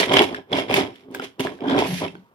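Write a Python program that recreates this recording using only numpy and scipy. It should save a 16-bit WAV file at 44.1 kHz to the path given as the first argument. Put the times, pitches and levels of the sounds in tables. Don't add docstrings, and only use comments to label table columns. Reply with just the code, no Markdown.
import sys
import numpy as np
from scipy import signal
from scipy.fft import rfft, irfft, next_fast_len
from scipy.io import wavfile
from scipy.ndimage import uniform_filter1d

SR = 44100
rng = np.random.default_rng(int(sys.argv[2]) if len(sys.argv) > 2 else 0)


def waveform_to_disk(signal):
    frames = np.transpose(np.atleast_2d(signal))
    scaled = np.clip(frames, -1, 1) * 32767
    samples = np.round(scaled).astype(np.int16)
    wavfile.write(sys.argv[1], SR, samples)


def level_to_linear(level):
    exponent = np.asarray(level, float) / 20
    return 10 ** exponent


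N = 103194


def evened(x):
    return x / np.sqrt(np.mean(x ** 2) + 1e-20)


def along(rows, column=1):
    rows = np.array(rows)
    return np.interp(np.arange(N) / SR, rows[:, 0], rows[:, column])


def coloured(x, points, share=1):
    f, db = np.transpose(points)
    size = next_fast_len(N + 8192)
    hz = np.fft.rfftfreq(size, 1 / SR)
    curve_db = np.interp(np.log(hz + 1), np.log(f + 1), db)
    return irfft(rfft(x, size) * level_to_linear(share * curve_db), size)[..., :N]


def ring(modes):
    UNEVEN_DB, DETUNE, APART_HZ = 4, 0.03, 1500
    t, out = np.arange(6000) / SR, 0
    for hz, db, t60 in modes:
        weight, bend, turn, sign = rng.standard_normal(4)
        phase = np.array([[1], [-1]]) * turn * np.tanh((hz / APART_HZ) ** 2)
        decay = level_to_linear(db + UNEVEN_DB * weight - 60 * t / t60) / np.sqrt(t60)
        out = out + np.sign(sign) * decay * np.sin(2 * np.pi * hz * (1 + DETUNE * bend) * t + phase)
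    out = out * (1 - np.exp(-t * SR / 5))
    return out / np.linalg.norm(out) * np.sqrt(2)


def rattled(modes, per_s, spread_db, smooth_share, level_db, count=10):
    knocks = level_to_linear(spread_db * np.minimum(rng.exponential(1, N), 3)) * (rng.random(N) < per_s / SR)
    knocks = evened(knocks * rng.choice([-1, 1], N))
    spot = rng.integers(0, count, N)
    grain = rng.standard_normal(N)
    drive = (np.sqrt(1 - smooth_share) * knocks + np.sqrt(smooth_share) * grain) * level_to_linear(level_db)
    return sum(signal.oaconvolve((drive * (spot == k))[None], ring(modes))[:, :N]
               for k in range(count))


def struck(blows):
    out = np.zeros((2, N + 8000))
    for s, db, modes in blows:
        sound = signal.fftconvolve(ring(modes), np.hanning(8)[None])
        out[:, round(s * SR):][:, :sound.shape[1]] += level_to_linear(db) * sound / abs(sound).max()
    return out[:, :N]


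# frequency in Hz, relative density in dB per Hz.
HUSH_COLOUR = [(18, -20.5), (30, 15.5), (64, -7.5), (109, 1), (740, -8.5), (1070, -6.5), (3870, -33),
               (8300, -38.5), (16000, -27.5)]


def room_hush():
    HUSH_DB = -59.5
    noise = 0.38 * rng.standard_normal((2, N)) + rng.standard_normal(N)
    return level_to_linear(HUSH_DB) * evened(coloured(noise, HUSH_COLOUR))


# time in seconds, rolling force in dB, rattle against rolling in dB,
# wheel slip against rolling in dB; each sound adds its own trim.
PUSH = [(0.0, -12, -11, -9.5), (0.04, -26, 6, -12), (0.06, -28, -22, -5), (0.08, -21.5, -8, -50),
        (0.14, -11.5, -5, -13.5), (0.16, -14.5, -2.5, -42), (0.17, -13.5, 4, -40), (0.23, -15.5, -9, -12.5),
        (0.26, -30.5, -7, -17), (0.34, -26.5, -13, -30), (0.35, -34.5, -2.5, -10), (0.38, -30.5, -9.5, -44),
        (0.45, -65.5, -13, -38), (0.5, -34.5, -18, -57), (0.53, -15.5, -8, -45.5), (0.6, -22, -2, -14.5),
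        (0.67, -35.5, -11, -62), (0.7, -19, -9, -35.5), (0.75, -21, -5, -6.5), (0.78, -12, -8, -17),
        (0.83, -27, -1.5, -22.5), (0.89, -32, -14.5, -60), (0.96, -51, 0.5, -9.5), (1.09, -44, -22.5, -40),
        (1.14, -35.5, -17, -20), (1.15, -33, -8.5, -5), (1.2, -40, -4, -45), (1.24, -30, -6.5, -8.5),
        (1.34, -71.5, 6.5, -25.5), (1.38, -45.5, -18, -41.5), (1.4, -19.5, -36.5, -15),
        (1.43, -36.5, 7.5, -7), (1.45, -20, -17, -18), (1.49, -30, -7.5, -26.5), (1.58, -42.5, -26, -19.5),
        (1.62, -29, -17, -56), (1.66, -22, -24, -53.5), (1.68, -25, -8.5, -45), (1.7, -18.5, -13.5, -62),
        (1.77, -18, -11.5, -58), (1.79, -13.5, -10.5, -17.5), (1.83, -26.5, -2.5, -19),
        (1.86, -20.5, -10, -18), (1.88, -31, -10.5, -5.5), (1.92, -28, -10.5, -10), (1.99, -41, 1.5, 4.5),
        (2.02, -18.5, -21, -23), (2.05, -21.5, -5.5, -32), (2.1, -52, 4.5, -7), (2.14, -42.5, -19.5, -25.5),
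        (2.34, -76.5, -19, -3.5)]
# centre pitch in Hz, relative level in dB, t60 in seconds.
TABLE_MODES = [(206.5, 1.5, 0.24), (270, 11, 0.12), (352.9, -4.5, 0.078), (392.7, 16.5, 0.033),
               (625, 11.5, 0.027), (684, 8, 0.0087), (763, 7, 0.037), (900.4, 12, 0.014), (972, 3.5, 0.077),
               (1038.5, 1, 0.09)]
UPPER_HZ = 500
LOW_MODES = [m for m in TABLE_MODES if m[0] < UPPER_HZ]
UPPER_MODES = [m for m in TABLE_MODES if m[0] >= UPPER_HZ]


def rolling(force_db):
    BUMPS_PER_S, SPREAD_DB, GRAIN_SHARE = 350, 3, 0.53
    BRIGHTEN = 0.26
    low = rattled(LOW_MODES, BUMPS_PER_S, SPREAD_DB, GRAIN_SHARE, force_db - 5.5)
    upper_db = (1 + BRIGHTEN) * force_db - 1.5
    return low + rattled(UPPER_MODES, BUMPS_PER_S, SPREAD_DB, GRAIN_SHARE, upper_db)


# centre pitch in Hz, relative level in dB, t60 in seconds.
WHEEL_MODES = [(1440, -11.5, 0.0033), (2020, -3, 0.0026), (2290, -1.5, 0.0083), (2684, -10.5, 0.011),
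               (3016, -6.5, 0.012), (3290, -4.5, 0.0087), (3763, -13.5, 0.01), (4644, -32.5, 0.0096),
               (5078, -15, 0.014), (5875, -27.5, 0.016), (7370, -29, 0.0057), (9000, -35, 0.0016),
               (10630, -27, 0.0071)]
RATTLES_PER_S, RATTLE_SPREAD_DB, RUB_SHARE = 700, 4.2, 0.08


def wheel_rattle(force_db):
    level_db = force_db + along(PUSH, column=2) - 2.0
    return rattled(WHEEL_MODES, RATTLES_PER_S, RATTLE_SPREAD_DB, RUB_SHARE, level_db)


# frequency in Hz, relative density in dB per Hz.
SKID_COLOUR = [(940, -38.5), (1800, -7), (2850, -5), (5870, -16), (8890, -27), (10800, -20.5),
               (12900, -33.5), (14500, -33.5), (15500, -55), (16000, -80)]


def skid(force_db):
    SLIP_DB, GRAIN_DB = 3.5, 2.5
    noise = rng.standard_normal((2, N)) + 0.39 * rng.standard_normal(N)
    hiss = evened(coloured(noise, SKID_COLOUR))
    grain_db = GRAIN_DB * evened(uniform_filter1d(rng.standard_normal(N), size=300))
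    return hiss * level_to_linear(force_db + along(PUSH, column=3) + SLIP_DB + grain_db)


# frequency in Hz, relative density in dB.
TABLE_HUM_COLOUR = [(30, -22.5), (60, -6), (100, 5), (160, -6), (230, -19), (400, -69.5)]


def table_hum(force_db):
    LEVEL_DB, LAG_S = -22.5, 0.03
    pace = 1 / (LAG_S * SR)
    slow_force = signal.lfilter([pace], [1, pace - 1], level_to_linear(force_db))
    return evened(coloured(rng.standard_normal(N), TABLE_HUM_COLOUR)) * slow_force * level_to_linear(LEVEL_DB)


# start in seconds, tick peak in dB, thump peak in dB,
# sharp edge against tick in dB, centre pitch of the part struck in Hz.
CLACKS = [(0.0318, -7, -13, -28, 1900), (0.0931, -14.5, -30, -32, 3200), (0.1381, -8.5, -12.5, -9.5, 3160),
          (0.168, 4.5, -7, -34, 2980), (0.192, 2, -24.5, -30, 3450), (0.2085, -28, -2.5, -18.5, 3290),
          (0.2189, -4.5, -13.5, -14.5, 2290), (0.2902, -24.5, -28, -33, 2300),
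          (0.345, -15, -38, -22.5, 1700), (0.5295, -6, -14, -41, 3330), (0.558, -17, -31, -22.5, 2950),
          (0.5851, -11, -11.5, -30.5, 2690), (0.698, -22.5, -13.5, -36, 2320),
          (0.7108, -11.5, -20, -15.5, 2700), (0.7405, 1.5, -11, -14, 2380),
          (0.764, -6.5, -10.5, -26.5, 3600), (0.7834, -31.5, -14.5, -26, 3640),
          (0.958, -36, -59, -10.5, 2300), (1.1118, -48, -43.5, 2, 2260), (1.1471, -15, -26, -7.5, 1550),
          (1.1617, -36.5, -25, -27, 3220), (1.1964, -18, -20.5, -22.5, 1400),
          (1.2222, -21.5, -25, -16, 1710), (1.2313, -30.5, -30.5, -27.5, 3000),
          (1.3947, -19, -19, -14.5, 1620), (1.4053, -11, -24, -7.5, 2400), (1.4496, -48, -12.5, -21, 3330),
          (1.4699, -14, -37, -22.5, 1680), (1.588, -38.5, -35, -27, 1550),
          (1.6059, -26.5, -27, -33.5, 3140), (1.641, -31, -15.5, -23, 1830),
          (1.6832, -15, -40, -29.5, 3140), (1.709, -15, -24, -42, 3230), (1.7799, -15, -9, -24.5, 1880),
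          (1.7891, -9, -13, -16.5, 2330), (1.8211, -19, -5.5, -31, 2300), (1.8475, -20.5, -52, -19, 2530),
          (2.0182, -24.5, -22.5, -23.5, 2230), (2.0495, -14, -49, -36.5, 2350),
          (2.152, -32.5, -31, -34, 1500), (2.312, -63, -49.5, -14, 2780)]


def clacks():
    TICK_S, RISE_S, THUMP_S = 0.002, 0.0007, 0.0015
    PART_DB, PART_T60_S = 3, 0.02
    EDGE_TILT, EDGE_DULL = 0.7, 0.44
    out, t = np.zeros((2, N + 8000)), np.arange(400) / SR
    for s, tick_db, thump_db, edge_db, part_hz in CLACKS:
        grit = rng.standard_normal((2, 400)) * np.exp(-t / TICK_S) * (1 - np.exp(-t / RISE_S))
        grit /= np.linalg.norm(grit[0])
        contact = grit[:1] / 2 + (np.arange(400) == round(RISE_S * SR))
        tick = signal.fftconvolve(contact, ring(WHEEL_MODES + [(part_hz, PART_DB, PART_T60_S)]))
        hump = np.hanning(400)[np.minimum(t / THUMP_S * 399, 399).astype(int)]
        thump = signal.fftconvolve(np.gradient(hump)[None], ring(TABLE_MODES))
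        clack = level_to_linear(tick_db) * tick / abs(tick).max() + level_to_linear(thump_db) * thump / abs(thump).max()
        edge = signal.lfilter([1, -EDGE_TILT], [1, -EDGE_DULL], grit + grit[0])
        clack[:, :400] += level_to_linear(tick_db + edge_db) * edge / abs(edge).max()
        out[:, round(s * SR):][:, :clack.shape[1]] += clack
    return out[:, :N]


# start in seconds, peak in dB.
NUDGES = [(1.058, -43), (1.085, -30.5), (1.104, -29), (1.399, -15), (1.618, -21.5)]


def nudges():
    return struck([(s, db, LOW_MODES) for s, db in NUDGES])


# time in seconds, level in dB.
AXLE = [(1.59, -86), (1.61, -61), (1.69, -28.5), (1.79, -35), (1.85, -95)]
# centre pitch in Hz, relative level in dB, t60 in seconds.
AXLE_MODES = [(3234, 0, 0.012), (1500, -0.5, 0.015)]


def axle_chatter():
    return rattled(AXLE_MODES, RATTLES_PER_S / 2, RATTLE_SPREAD_DB, RUB_SHARE, along(AXLE), count=4)


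# time in seconds, centre pitch in Hz, level in dB.
HUM = [(1.6, 270, -66), (1.68, 267.1, -19.5), (1.8, 252.2, -27.5), (1.86, 193.1, -40.5),
       (1.93, 161.9, -23.5), (2.05, 174.3, -43.5), (2.2, 196.8, -46), (2.3, 184.7, -100.5)]


def roll_back_hum():
    WIDTH_HZ = 45
    carrier = np.exp(2j * np.pi * np.cumsum(along(HUM)) / SR)
    r = np.exp(-np.pi * WIDTH_HZ / SR)
    noise = rng.standard_normal(N) + 1j * rng.standard_normal(N)
    slow = signal.lfilter([1], [1, -2 * r, r * r], noise)
    return evened((carrier * slow).real) * level_to_linear(along(HUM, column=2))


# time in seconds, level in dB.
DRAG = [(1.83, -98), (1.87, -43), (2.0, -49), (2.08, -99)]
# lower edge in Hz, upper edge in Hz.
DRAG_BAND = [10300, 11770]


def drag():
    grains = rng.standard_normal((2, N)) * rng.exponential(1, N)
    band = signal.butter(3, DRAG_BAND, "band", fs=SR, output="sos")
    return evened(signal.sosfilt(band, grains)) * level_to_linear(along(DRAG))


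# time in seconds, level in dB.
TONE = [(2.04, -99), (2.1, -50), (2.21, -61), (2.23, -69), (2.26, -58), (2.29, -79.5), (2.33, -73.5)]


def faint_tone():
    TONE_HZ, WIDTH_HZ = 942, 10
    b, a = signal.iirpeak(TONE_HZ, TONE_HZ / WIDTH_HZ, SR)
    narrow = signal.lfilter(b, a, signal.lfilter(b, a, rng.standard_normal(N)))
    return evened(narrow) * level_to_linear(along(TONE))


# start in seconds, centre pitch in Hz, peak in dB, t60 in seconds.
RINGS = [(2.082, 2640, -33.5, .05), (2.165, 4400, -57, .05)]


def lone_rings():
    return struck([(s, db, [(hz, 0, t60)]) for s, hz, db, t60 in RINGS])


def echoes(t60_s, start_s, low_hz):
    t = np.arange(round(0.4 * SR)) / SR
    taps = rng.choice([-1., 1.], (2, len(t))) * (rng.random((2, len(t))) < 0.05)
    taps *= (t > start_s) * level_to_linear(-60 * t / t60_s)
    taps /= np.linalg.norm(taps, axis=1)[:, None]
    return signal.lfilter(*signal.butter(1, low_hz, "high", fs=SR), taps)


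def scene():
    NEAR_DB, ROOM_DB = -16, -10.5
    hush = room_hush()
    force_db = along(PUSH)
    train = rolling(force_db) + wheel_rattle(force_db) + skid(force_db) + table_hum(force_db)
    train = train + clacks() + nudges() + axle_chatter() + roll_back_hum()
    train = train + drag() + faint_tone() + lone_rings()
    toys = level_to_linear(NEAR_DB) * echoes(t60_s=0.03, start_s=0.0004, low_hz=660)
    walls = level_to_linear(ROOM_DB) * echoes(t60_s=0.23, start_s=0.006, low_hz=100)
    return train + signal.fftconvolve(train, toys + walls, axes=1)[:, :N] + hush


def roll_off(x):
    return signal.sosfilt(signal.butter(12, 16480, fs=SR, output="sos"), x)


# frequency in Hz, left over right in dB before record() takes a share.
PORT_COLOUR = [(60, 4), (110, 0), (200, -1.5), (380, -4.5), (700, -5.5), (1290, 5), (2380, -9.5),
               (4400, -8.5), (8120, 0.5), (15000, 0)]


def record(dry):
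    LAG, LOW_HZ, TOP_HZ = 10, 93.2, 15000
    left = coloured(dry[0], PORT_COLOUR, share=0.5)
    right = np.pad(coloured(dry[1], PORT_COLOUR, share=-0.0083), (LAG, 0))[:N]
    ports = np.array([left, right])
    ports = signal.sosfilt(signal.butter(3, LOW_HZ, "high", fs=SR, output="sos"), ports)
    ports = signal.sosfilt(signal.butter(4, TOP_HZ, fs=SR, output="sos"), ports)
    return roll_off(np.clip(ports, -1, 1))


dry = scene()
out = record(dry)
waveform_to_disk(out)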